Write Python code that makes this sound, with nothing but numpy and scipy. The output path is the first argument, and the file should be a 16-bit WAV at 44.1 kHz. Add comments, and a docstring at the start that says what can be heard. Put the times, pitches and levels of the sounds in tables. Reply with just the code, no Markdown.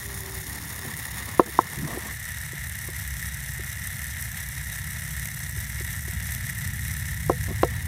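"""Miniature wet grinder, close up

A hand-held grinder runs right at the microphone: a small motor spins a steel drum holding grains and a
roller. The gears rasp in a whining resonance of the housing and the grains sizzle on the steel. The
microphone moves from beside the drum to above it, then part of the way back. Dull taps and handling rub
come on top; far off, an engine rumbles and draws nearer."""
import sys
import numpy as np
from scipy import signal
from scipy.fft import rfft, irfft, next_fast_len
from scipy.io import wavfile

SR = 44100
rng = np.random.default_rng(int(sys.argv[2]) if len(sys.argv) > 2 else 0)


def wav_out(sig):
    """Save sig, one row per channel (or a flat mono array), as 16-bit PCM at SR to the path in sys.argv[1]."""
    wavfile.write(sys.argv[1], SR, np.round(np.clip(np.atleast_2d(sig).T, -1, 1) * 32767).astype(np.int16))


N = 347067
T = np.arange(N) / SR
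MOTOR_HZ, ROLLER_HZ, CHATTER_HZ = 34.15, 5.8, 76.84


def amp(db):
    """Decibels to gain."""
    return 10 ** (np.asarray(db) / 20)


def unit(x):
    """Scales to rms 1."""
    return x / np.sqrt(np.mean(x ** 2) + 1e-20)


def curve(rows):
    """Joins (t/s, value) points by straight lines."""
    return np.interp(T, *np.transpose(rows))


def add(mix, start, sound):
    """Mixes a sound in at a time in seconds."""
    part = mix[round(start * SR):][:len(sound)]
    part += sound[:len(part)]


def wander(hz):
    """Random drift of rms 1, up to about the given rate."""
    size = next_fast_len(N)
    f = np.fft.rfftfreq(size, 1 / SR)
    spectrum = rfft(rng.standard_normal(size)) * np.exp(-(f / hz) ** 2) * (f > 0)
    return unit(irfft(spectrum, size)[:N])


def shaped(x, gain, size=4096):
    """Causal filter with the given gain over frequency; the result has rms 1."""
    f = abs(np.fft.fftfreq(size, 1 / SR))
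    log_gain = np.log(np.maximum(gain(f), 1e-5))
    minimum_phase = np.exp(np.conj(signal.hilbert(log_gain)))
    ring = np.fft.ifft(minimum_phase).real[:size // 2]
    return unit(signal.oaconvolve(x, ring)[:len(x)])


def coloured(x, points, size=4096):
    """Filters x by a curve through (f/Hz, level/dB) points."""
    hz, db = np.transpose(points)
    return shaped(x, lambda f: amp(np.interp(np.log(f + 1), np.log(hz), db)), size)


def resonant(x, peaks):
    """Rings x in steep-sided resonances (f/Hz, half width/Hz, level/dB)."""
    def gain(f):
        return np.sqrt(sum((amp(db) / (1 + ((f - hz) / width) ** 2)) ** 2 for hz, width, db in peaks))
    return shaped(x, gain)


def throb(turns, sharp):
    """One bump each turn, mean 1."""
    bump = np.exp(sharp * np.cos(2 * np.pi * turns))
    return bump / bump.mean()


def clicks(per_s, spread_db):
    """Random tiny impacts of uneven size."""
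    size = amp(spread_db * np.clip(rng.standard_normal(N), -2, 2)) * rng.choice([-1, 1], N)
    return unit(size * (rng.random(N) < per_s / SR))


def background():
    """Soft ambience of the place, with a few faint far tones, most of them sinking."""
    # spectrum of the ambience: f/Hz, level/dB
    air_spectrum = [(20, -33), (60, -28), (150, 7.5), (400, -3.5), (600, -9), (850, -2.5), (1100, -1.5),
                    (1500, -9.5), (3000, -13.5), (15000, -19.5)]
    # its course: t/s, level/dB
    air_level = [(0, -46), (1.0, -43.5), (2.08, -44.5), (2.17, -58.5), (7.2, -63), (7.87, -50)]
    # tones in the distance: t/s, length/s, first f/Hz, last f/Hz, level/dB
    far_tones = [(0, 0.49, 407, 372, -51), (0, 0.41, 592, 568, -61), (0.419, 0.29, 291.3, 291.5, -55.5),
                 (0.766, 0.13, 409, 382, -52)]
    out = amp(curve(air_level) + 2.4 * wander(hz=30)) * coloured(rng.standard_normal(N), air_spectrum)
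    waver, flutter = 1 + 0.014 * wander(hz=25), amp(2 * wander(hz=15))
    for start, length, first_hz, last_hz, db in far_tones:
        count = int(length * SR)
        hz = np.linspace(first_hz, last_hz, count) * waver[:count]
        tone = np.sin(2 * np.pi * np.cumsum(hz) / SR) * flutter[:count]
        add(out, start, amp(db) * unit(tone * signal.windows.tukey(count, 0.3)))
    return out


def far_engine():
    """An engine throbs once a firing; only its rumble and hum carry this far."""
    # it pulls, drops back and pulls again: t/s, firing rate/Hz
    speed = [(0, 12.6), (2.9, 13.7), (3.9, 12.7), (6.2, 13.6), (6.6, 13.9), (6.9, 13.3), (7.87, 13.9)]
    # spectrum of the rumble: f/Hz, level/dB
    rumble_spectrum = [(14, -29), (27, -28), (36, -37), (55, -5.5), (70, 1), (79, -8), (96, 0.5),
                       (125, -2.5), (158, -5), (185, -18.5), (210, -14), (250, -27.5), (310, -32.5),
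                       (600, -58)]
    # harmonics of the hum: multiple of the firing rate, level/dB
    harmonics = [(4, -24), (5, -5), (6, -7), (7, -19), (11, -15), (15, -21.5)]
    # the engine holds off, then draws nearer: t/s, level/dB
    approach = [(0, -38), (1.4, -39.5), (2.05, -41.5), (2.4, -37), (4.4, -36.5), (7.87, -29)]
    firings = np.cumsum(curve(speed)) / SR
    puffs = np.sqrt(throb(firings, sharp=0.21)) * rng.standard_normal(N)
    rumble = coloured(puffs, rumble_spectrum, size=16384)
    hum = sum(amp(db) * np.sin(2 * np.pi * (k * firings + 0.17 * wander(hz=8) + rng.random()))
              for k, db in harmonics)
    return amp(curve(approach)) * unit(rumble + hum)


def hand_rubs():
    """Skin slips on the casing in short dull scuffs that wake its resonances."""
    # scuffs of the hand: t/s, length/s, level/dB, centre f/Hz, width/Hz
    scuffs = [(0.838, .06, -39.5, 157, 200), (1.448, .06, -38, 306, 310), (1.76, .125, -30.5, 130, 237),
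              (1.861, .12, -37.5, 450, 1300), (1.986, 0.13, -47.5, 800, 1200),
              (7.471, 0.063, -34, 150, 540)]
    # resonances of the casing: f/Hz, half width/Hz, level/dB
    casing = [(144, 33, 2), (226, 32, 3.5), (347, 220, 1.5), (467, 45, -12), (676, 32, 6), (920, 44, 2),
              (1080, 90, 6), (1400, 360, -15)]
    out = np.zeros(N)
    for start, length, db, hz, width in scuffs:
        count = int(length * SR)
        friction = resonant(rng.standard_normal(SR), [(hz, width / 2, 0)])
        scuff = unit(resonant(friction, casing)[-count:])
        add(out, start, amp(db) * scuff * signal.windows.tukey(count, 0.5))
    return out


def taps(rise_cycles, low_cut_hz, tick_db):
    """Dull blows; where one lands decides how much each group of modes rings, and the grip how long."""
    # t/s, level/dB of the low, middle and high modes, hardness as cutoff f/Hz, factor on the ring time
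    blows = [(0.849, -30, -37, -50, 900, 1.7), (1.3956, 3, -4.5, -2.5, 1380, 0.97),
             (1.5896, -6, -15, 0, 1150, 0.84), (1.973, -16, -30, -44, 900, 0.96),
             (2.532, -26, -48, -54, 900, 0.58), (2.886, -23, -36, -37, 1200, 0.89),
             (3.594, -27, -45, -52, 895, 1.06), (5.569, -33, -48, -54, 900, 0.93),
             (5.806, -27, -49, -52, 900, 1.1), (6.078, -30, -47, -56, 900, 1.1),
             (7.297, -5.5, -9.5, -12, 1510, 1.1), (7.48, -27, -41, -46, 900, 0.71),
             (7.506, -23, -42, -50, 900, 0.8), (7.632, -3, -7, -10.5, 2750, 1)]
    # modes in a low, a middle and a high group: f/Hz, level/dB, t60/s
    mode_groups = [
        [(222, -11.5, 0.03), (366.6, -0.5, 0.032)],
        [(444, -4, 0.055), (491, -9, 0.1), (528, -1, 0.035), (690, -11, 0.063), (747, 1.5, 0.023)],
        [(907, -16.5, 0.073), (1020, 7, 0.015), (1312, -17, 0.065), (2690, -47, 0.025)],
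    ]
    out, t = np.zeros(N), T[:SR // 5]
    for start, *levels, hard_hz, ring_factor in blows:
        tap = amp(max(levels) + tick_db - 60 * t / 0.031) * rng.standard_normal(len(t))  # contact tick
        for level, modes in zip(levels, mode_groups):
            for hz, db, t60 in modes:
                swell = 1 - np.exp(-hz * t / rise_cycles)
                decay = amp(level + db - 60 * t / (t60 * ring_factor))
                tap += decay * swell * np.sin(2 * np.pi * hz * t)
        band = signal.butter(2, [low_cut_hz, hard_hz], "bandpass", fs=SR, output="sos")
        add(out, start, signal.sosfilt(band, tap))
    return out


def crunching():
    """A large grain breaks under the roller in a sudden dense burst of tiny cracks."""
    # breaking grains: t/s, length/s, relative level/dB
    breaks = [(0.703, 0.0088, 5), (1.051, 0.011, 9), (1.18, 0.018, 9.5), (2.371, 0.014, 2),
              (4.372, 0.04, -3), (5.798, 0.014, 7), (6.321, 0.0053, 8), (6.344, 0.0064, 5.5),
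              (6.489, 0.023, 6), (6.648, 0.0093, 6)]
    out = np.zeros(N)
    for start, length, db in breaks:
        count = int(length * SR)
        fade = np.sqrt(np.linspace(2, 0, count))
        add(out, start, amp(db) * fade * rng.standard_normal(SR // 10)[:count])
    return out


def snapping(clock, per_s, spread_db, t60):
    """Small grains snap under the roller, each in a very short puff."""
    sizes = clicks(per_s * throb(MOTOR_HZ * clock, sharp=1.1), spread_db)
    decay = amp(-60 * T[:SR // 20] / t60)
    power = signal.oaconvolve(sizes ** 2, decay ** 2)[:N]
    return unit(np.sqrt(abs(power)) * rng.standard_normal(N))


def roller_turns():
    """The roller turns steadily except where it slips on the grains and falls behind."""
    # slips: t/s, length/s, turns lost
    slips = [(2.397, 0.68, 0.47), (6.656, 0.34, 0.71)]
    return ROLLER_HZ * T - sum(lost * np.clip((T - start) / length, 0, 1) for start, length, lost in slips)


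def contact(clock, motor_share, chatter_share, roller_depth, uneven_db=0):
    """Contact power: the gears catch once a motor turn, chatter in between, and the roller loads them."""
    catch = motor_share * throb(MOTOR_HZ * clock, sharp=13)
    chatter = chatter_share * throb(CHATTER_HZ * clock, sharp=1.03)
    roller = throb(roller_turns(), sharp=roller_depth)
    power = (1 + catch + chatter) * roller * amp(uneven_db * wander(hz=126))
    return power / power.mean()


def gear_whine(clock, snaps, crunch):
    """Tooth impacts ring the housing in spurts, and breaking grains ring it too."""
    # resonances of the housing: f/Hz, half width/Hz, level/dB
    housing = [(697, 184, -19.5), (943, 82, -17.5), (1370, 133, -14), (1797, 150, -2.5), (1921, 130, 0),
               (2130, 124, -6.5), (2480, 50, -13.5), (2794, 143, -14.5), (3080, 61, -15.5),
               (3326, 34, -13.5), (3502, 90, -13.5), (3833, 130, -12.5), (4280, 54, -17), (4360, 930, -26)]
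    # the whine builds up, then swells a little with the load: t/s, level/dB
    whine_level = [(0, -41), (0.3, -44.5), (0.8, -41), (2.3, -39), (2.9, -39.5), (4.0, -38.5), (5.7, -39.5),
                   (6.5, -38), (7.3, -39.5)]
    power = contact(clock, motor_share=0.24, chatter_share=0.21, roller_depth=0.14)
    teeth = np.sqrt(power) * clicks(per_s=2600, spread_db=1.6) * amp(0.7 * wander(hz=25))
    drive = teeth + amp(-11) * snaps + amp(-5.5) * crunch
    return amp(curve(whine_level)) * resonant(drive, housing)


def grain_sizzle(clock, snaps, crunch):
    """Grains scrape and tick on the steel drum; its rim shades the resonances heard from the side."""
    # drum resonances, microphone at the side: f/Hz, half width/Hz, level/dB
    steel_beside = [(3636, 150, -1), (4150, 82, -4), (4710, 130, -4), (5350, 160, 0), (5930, 540, -5),
                    (6770, 270, 0), (7360, 350, -6.5), (8870, 320, 0), (9380, 370, 3), (10430, 280, 1.5),
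                    (11160, 350, -8), (11650, 740, 1.5), (14200, 510, -4.5), (15200, 1600, -2.5)]
    # drum resonances, microphone overhead: f/Hz, half width/Hz, level/dB
    steel_above = [(5250, 210, -6), (5970, 540, 0), (6160, 110, -13.5), (7120, 190, -3.5), (7750, 280, 1.5),
                   (8440, 200, 1.5), (9030, 620, 0), (10060, 280, -4.5), (9940, 220, 3.5), (11030, 470, -3),
                   (12140, 380, -0.5), (13150, 500, 1), (14520, 420, 0), (15400, 230, -18)]
    # microphone position: t/s, view into the drum (0 beside, 1 above)
    mic_path = [(0, 0.076), (1.55, 0.038), (2.1, 0.96), (7.0, 0.96), (7.87, 0.71)]
    # sizzle at the microphone: t/s, level/dB
    sizzle_level = [(0, -38.5), (1.2, -40), (1.7, -40), (4.1, -39), (6.9, -39), (7.87, -41)]
    power = contact(clock, motor_share=0.26, chatter_share=0.86, roller_depth=0.28, uneven_db=2.5)
    grit = clicks(per_s=6500, spread_db=4.3) + amp(-9) * rng.standard_normal(N)
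    drive = np.sqrt(power) * grit + amp(-2.5) * snaps + amp(-4) * crunch
    # hard and soft contacts alternate, so the top of the sizzle flickers
    dull = signal.sosfiltfilt(signal.butter(2, 8000, fs=SR, output="sos"), drive)
    drive = dull + (drive - dull) * amp(3.1 * wander(hz=246) - 0.5)
    above = curve(mic_path)
    side = np.sqrt(1 - above) * resonant(drive, steel_beside)
    overhead = np.sqrt(above) * resonant(drive, steel_above)
    overlap = np.sqrt(1 + 1.7 * np.sqrt(above * (1 - above)))  # the two views add partly in phase
    return amp(curve(sizzle_level)) * unit((side + overhead) / overlap)


def scene():
    """The close grinder and its handling over the far engine and the ambience, in mono."""
    sag_per_s = 0.0012  # share of its speed that the motor loses each second
    clock = T - sag_per_s * T ** 2 / 2 + 0.0007 * wander(hz=1.2)  # the motor's time, drifting a little
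    snaps = snapping(clock, per_s=260, spread_db=1.8, t60=0.002)
    crunch = crunching()
    rumble = far_engine()
    grinding = gear_whine(clock, snaps, crunch) + grain_sizzle(clock, snaps, crunch)
    handling = taps(rise_cycles=0.48, low_cut_hz=218, tick_db=-10) + hand_rubs()
    load = amp(0.33 * wander(hz=9))  # the load of grains varies by chance
    return (rumble + load * grinding + handling + background())[None]


def gain_control(x, limit_db, attack_s, recover_db_per_s):
    """The recorder turns the level down just after a loud blow and lets it come back."""
    pole = np.exp(-1 / (attack_s * SR))
    smoothing = [1 - pole], [1, -pole]
    power_db = 10 * np.log10(signal.lfilter(*smoothing, x ** 2) + 1e-12)
    fall = recover_db_per_s * T
    held_db = np.maximum.accumulate(power_db + fall, axis=-1) - fall
    over_db = np.maximum(held_db - limit_db, 0)
    return x * amp(-signal.lfilter(*smoothing, over_db))


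def record(dry):
    """The recorder: gain control, overload at full scale, then the band limit."""
    ducked = gain_control(dry, limit_db=-15.5, attack_s=0.015, recover_db_per_s=40)
    lowpass = signal.firwin(511, cutoff=15830, window=("kaiser", 9), fs=SR)
    return signal.oaconvolve(np.clip(ducked, -1, 1), lowpass[None], "same")


dry = scene()
out = record(dry)
wav_out(out)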